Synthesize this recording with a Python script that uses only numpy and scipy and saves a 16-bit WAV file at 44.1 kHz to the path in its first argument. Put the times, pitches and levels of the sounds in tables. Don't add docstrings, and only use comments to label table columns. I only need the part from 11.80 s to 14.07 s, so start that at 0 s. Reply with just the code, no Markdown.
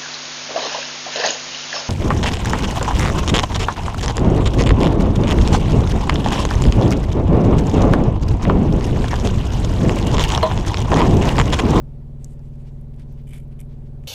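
import sys
import numpy as np
from scipy import signal
from scipy.io import wavfile
from scipy.ndimage import uniform_filter1d

SR = 44100
rng = np.random.default_rng(int(sys.argv[2]) if len(sys.argv) > 2 else 0)


def wav_out(sig):
    wavfile.write(sys.argv[1], SR, np.round(np.clip(np.atleast_2d(sig).T, -1, 1) * 32767).astype(np.int16))


def ratio(d):
    e = np.asarray(d, float) / 20
    return 10 ** e


N = 100239

# frequency in Hz, level in dB.
RUMBLE = [(15, -66), (80, -72.5), (135, -78.5), (300, -83), (600, -88), (1000, -98), (1900, -107),
          (4000, -113)]
# frequency in Hz, level in dB.
HISS = [(500, -112), (2000, -112), (5000, -117), (9000, -118), (13000, -120), (16000, -123)]
ORDER_DB = [-37.9, -40.3, -40.9, -55, -45.9, -62.6, -38.2, -42.8, -71.7, -71, -68.8, -48.6, -54.1, -69.8,
            -61.9, -76.7, -66.6, -66.6, -66.5, -64.2, -63.4, -66.5, -66.8, -66.5, -71.4, -81, -84, -74.3,
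            -84, -64.8]
# first tone number carried, delay into the cycle in seconds.
PATHS = [
    (1, .0216),
    (2, .0156),
    (4, .0359),
    (7, .0391),
    (9, .03365),
    (14, .0353),
]
# centre in seconds, length in seconds, level in dB, pitch in Hz.
BUMPS = [
    (.13, .09, -50, 82),
    (1.545, .12, -45, 176),
    (1.8, .05, -50, 45),
]
# centre in seconds, length in seconds, level in dB,
# rim level against the low part in dB, rim pitch in Hz.
BRUSHES = [(0.441, 0.15, -69.5, -1.5, 8040), (0.518, 0.12, -71.5, 4.5, 8300),
           (0.657, 0.13, -71.5, -2.5, 7400), (0.742, .1, -71.5, -5, 6130), (0.81, 0.091, -69.5, -4, 8300),
           (.875, 0.089, -64.5, -8.5, 5500), (0.94, 0.26, -82.5, 3, 7100), (1.141, 0.019, -64, -17, 8000),
           (1.208, 0.088, -61, -12.5, 8800), (1.317, 0.13, -71, -1, 5600), (1.395, 0.092, -65.5, -20, 5000),
           (1.553, 0.13, -58, -6, 9500), (1.724, 0.048, -66.5, -9.5, 9200), (1.92, 0.1, -67.5, -14, 5000),
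           (2.071, 0.065, -69.5, -13, 6000), (2.241, .03, -73.5, 2, 7000), (2.275, 0.06, -64.5, -7.5, 9000)]
# start in seconds, length in seconds, body level in dB, edge level in dB.
SCRAPES = [(1.469, 0.0082, -58.5, -62), (1.476, 0.0074, -59, -60), (1.485, 0.014, -59.5, -61),
           (1.504, 0.011, -54, -59), (1.513, 0.007, -58, -64), (1.525, 0.0063, -50.5, -59),
           (1.532, 0.0044, -42.5, -48.5), (1.539, 0.016, -49.5, -55.5), (1.557, 0.013, -55, -55.5),
           (1.574, .007, -58, -58), (1.578, 0.0089, -55.5, -55), (1.596, .008, -57, -58.5),
           (1.606, 0.041, -75, -73), (1.79, 0.0086, -53, -60.5), (1.798, 0.0035, -60, -57),
           (1.801, 0.0062, -53.5, -49.5), (1.811, 0.0044, -53, -62), (1.818, 0.018, -69, -71),
           (2.236, 0.0065, -62, -73)]
# pitch in Hz, width in Hz, level in dB.
BODY = [(1250, 700, -15), (2280, 260, 0), (3030, 260, -7), (3550, 300, -13), (5000, 1200, -25)]
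# pitch in Hz, width in Hz, level in dB.
EDGE = [(6300, 1900, -16), (8550, 2500, 10), (9500, 1080, 11.5), (10800, 2400, 9), (14000, 3900, -17)]
# start in seconds, peak level in dB, pitch in Hz, width in Hz.
SNAPS = [(0.091, -58, 3000, 3000), (0.4451, -24.5, 6960, 2370), (.5347, -50, 7000, 6000),
         (0.5937, -48.5, 3700, 2950), (.6325, -58, 2410, 600), (0.687, -56, 11500, 3000),
         (0.756, -56, 4500, 3000), (.802, -57, 6000, 6000), (1.0129, -48.5, 10200, 4000),
         (1.145, -55, 11000, 6000), (1.163, -52, 6000, 4000), (1.197, -50, 7460, 4000),
         (1.326, -45.5, 9900, 8000), (1.388, -53, 8050, 6000), (1.418, -57, 14000, 2500),
         (1.438, -56, 5000, 6000), (1.454, -68, 4000, 4000), (1.681, -55, 11600, 2500),
         (1.8122, -35, 8900, 5000), (1.851, -60, 10000, 1500), (2.238, -48, 1470, 900)]

FLOOR_DB, PATCH_DB = 33, 1.1
CYCLE_HZ, HUNT_S = 18.9785, .00012
HIGH_DB, HIGH_FALL_DB, HIGH_SPREAD_DB = -76.5, -.5, 4
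SHAKE, SHAKE_PER_ORDER, MOST_SHAKE, SHAKE_HZ = 0.023, 0.017, .17, 9
SIZE_SHARE = .45
BRUSH_HZ, BRUSH_WIDTH_HZ, RIM_WIDTH_HZ = 2410, 2430, 2800
SLIPS_PER_S, SLIP_SPREAD_DB, SMOOTH = 1200, 2.5, .8
ECHO_S, ECHO_DB, TAIL_DB, TAIL_T60_S = .0016, -10, -37, .06
SPLIT, SPLIT_S = .35, .0004
KNOCK_DB, SKIRT = -7, 1.2
TOP_HZ, OPEN_S = 15650, .004


def evened(x):
    return x / np.sqrt(np.mean(x ** 2) + 1e-20)


def read(points, hz):
    f, value = np.transpose(points)
    return np.interp(np.log(hz + 1), np.log(f + 1), value)


def ring(x, hz, width):
    return signal.lfilter(*signal.iirpeak(min(hz, 20000), hz / width, SR), x)


def ring_twice(x, hz, width):
    return ring(ring(x, hz, width), hz, 2 * width)


def drift(count, top_hz):
    t = np.arange(0, N + 128, 64) / SR
    hz = np.geomspace(1.5, top_hz, num=12)
    turns = hz[:, None] * t + rng.random((count, len(hz), 1))
    slow = np.sin(2 * np.pi * turns).sum(axis=1) / np.sqrt(len(hz) / 2)
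    return [np.interp(np.arange(N) / SR, t, row) for row in slow]


def window(start, length, rise):
    t = np.arange(N) / SR - start
    return np.sin(np.pi / 2 * np.clip(np.minimum(t, length - t) / rise, 0, 1)) ** 2


def stroke(start, length):
    t = np.arange(N) / SR - start
    catch = np.clip(t / 0.0021, 0, 1)
    return catch * np.cos(np.pi / 2 * np.clip(t / (1.45 * length), 0, 1))


def cab_floor():
    frames, hz = N // 512 + 6, np.fft.rfftfreq(2048, 1 / SR)
    real, imaginary, patches = rng.standard_normal((frames, len(hz), 3)).T
    patches = uniform_filter1d(patches, size=30, axis=0)
    patches = evened(uniform_filter1d(patches, size=6, axis=1))
    octaves_above = np.maximum(np.log2(hz / 4000 + 1e-9), 0)
    rumble = ratio(read(RUMBLE, hz) - 16 * octaves_above)
    gain = np.hypot(rumble, ratio(read(HISS, hz)))
    spectrum = (real + 1j * imaginary) * gain[:, None] * ratio(FLOOR_DB + PATCH_DB * patches)
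    return signal.istft(spectrum, nperseg=2048, noverlap=1536)[1][:N] / 8


def engine():
    extra = np.arange(30)
    high = HIGH_DB + HIGH_FALL_DB * extra + HIGH_SPREAD_DB * rng.standard_normal(len(extra))
    levels = np.r_[ORDER_DB, high]
    t = np.arange(N) / SR + HUNT_S * drift(count=1, top_hz=4.09)[0]
    scatter = rng.random(len(levels))
    waver = drift(count=2 * len(levels), top_hz=SHAKE_HZ)
    out = np.zeros(N)
    for i, db in enumerate(levels):
        k = i + 1
        lag = scatter[i]
        if k < 22:
            lag = [s for first, s in PATHS if first <= k][-1]
        angle = 2 * np.pi * k * CYCLE_HZ * (t - lag)
        shake = min(SHAKE + SHAKE_PER_ORDER * k, MOST_SHAKE)
        size = 1 + SIZE_SHARE * min(1 + k / 30, 2) * shake * waver[2 * i]
        sway = shake * waver[2 * i + 1]
        out += ratio(db) * np.sqrt(2) * (size * np.cos(angle) + sway * np.sin(angle))
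    return out


def bumps():
    t = np.arange(N) / SR
    out = np.zeros(N)
    for centre, length, db, hz in BUMPS:
        swell = window(centre - length / 2, length, length / 2)
        out += ratio(db) * swell * np.sin(2 * np.pi * hz * (t - centre))
    return out


def brushes():
    grain = ratio(2.2 * evened(uniform_filter1d(rng.standard_normal(N), size=90)))
    low, top = rng.standard_normal((2, N)) * grain
    low = evened(ring_twice(low, BRUSH_HZ, BRUSH_WIDTH_HZ))
    out = np.zeros(N)
    for centre, length, db, rim_db, rim_hz in BRUSHES:
        rim = evened(ring_twice(top, rim_hz, RIM_WIDTH_HZ))
        swell = window(centre - length / 2, length, length / 2)
        out += swell * ratio(db) * (low + ratio(rim_db) * rim)
    return out


def plate_ring(x, modes):
    out = np.zeros(N)
    for k, (hz, width, db) in enumerate(modes):
        out += (-1) ** k * ratio(db) * ring_twice(x, hz, width)
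    return out


def scrapes():
    slips = (rng.random(N) < SLIPS_PER_S / SR) * ratio(SLIP_SPREAD_DB * rng.exponential(1, N))
    puffs = signal.lfilter([1], [1, -np.exp(-1 / (0.0015 * SR))], slips)
    drive = evened(rng.standard_normal(N) * (SMOOTH + evened(puffs)))
    body = sum(ratio(db) * stroke(s, length) for s, length, db, _ in SCRAPES) * drive
    edge = sum(ratio(db) * stroke(s, length) for s, length, _, db in SCRAPES) * drive
    body_sound = plate_ring(body, BODY) / plate_ring(drive, BODY).std()
    edge_sound = plate_ring(edge, EDGE) / plate_ring(drive, EDGE).std()
    return body_sound + edge_sound


def snaps():
    out, t = np.zeros(N + 4000), np.arange(4000) / SR
    noises = rng.standard_normal((len(SNAPS), len(t)))
    for (start, db, hz, width), noise in zip(SNAPS, noises):
        tail = ratio(TAIL_DB - 60 * t / TAIL_T60_S) * noise * np.minimum(t / 0.0022, 1)
        kick = tail + SPLIT * noise * np.exp(-t / SPLIT_S)
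        kick[0] = 1
        kick[int(ECHO_S * SR)] = ratio(ECHO_DB)
        narrow = evened(ring_twice(kick, hz, width))
        wide = evened(ring(ring(kick, hz, min(SKIRT * width, 15000)), hz, 13000))
        sound = narrow + ratio(KNOCK_DB) * wide
        out[round(start * SR):][:len(t)] += ratio(db) * sound / abs(sound).max()
    return out[:N]


def scene():
    return (cab_floor() + engine() + bumps() + brushes() + scrapes() + snaps())[None]


def top_cut(x):
    return signal.sosfilt(signal.butter(12, 16250, fs=SR, output="sos"), x)


def record(dry):
    taps = signal.firwin(401, TOP_HZ, window=("kaiser", 9), fs=SR)[None]
    padded = np.pad(dry, ((0, 0), (200, 200)), "reflect", reflect_type="odd")
    limited = signal.oaconvolve(padded, taps, "valid")
    return top_cut(limited * window(0, 9, OPEN_S))


dry = scene()
out = record(dry)
wav_out(out)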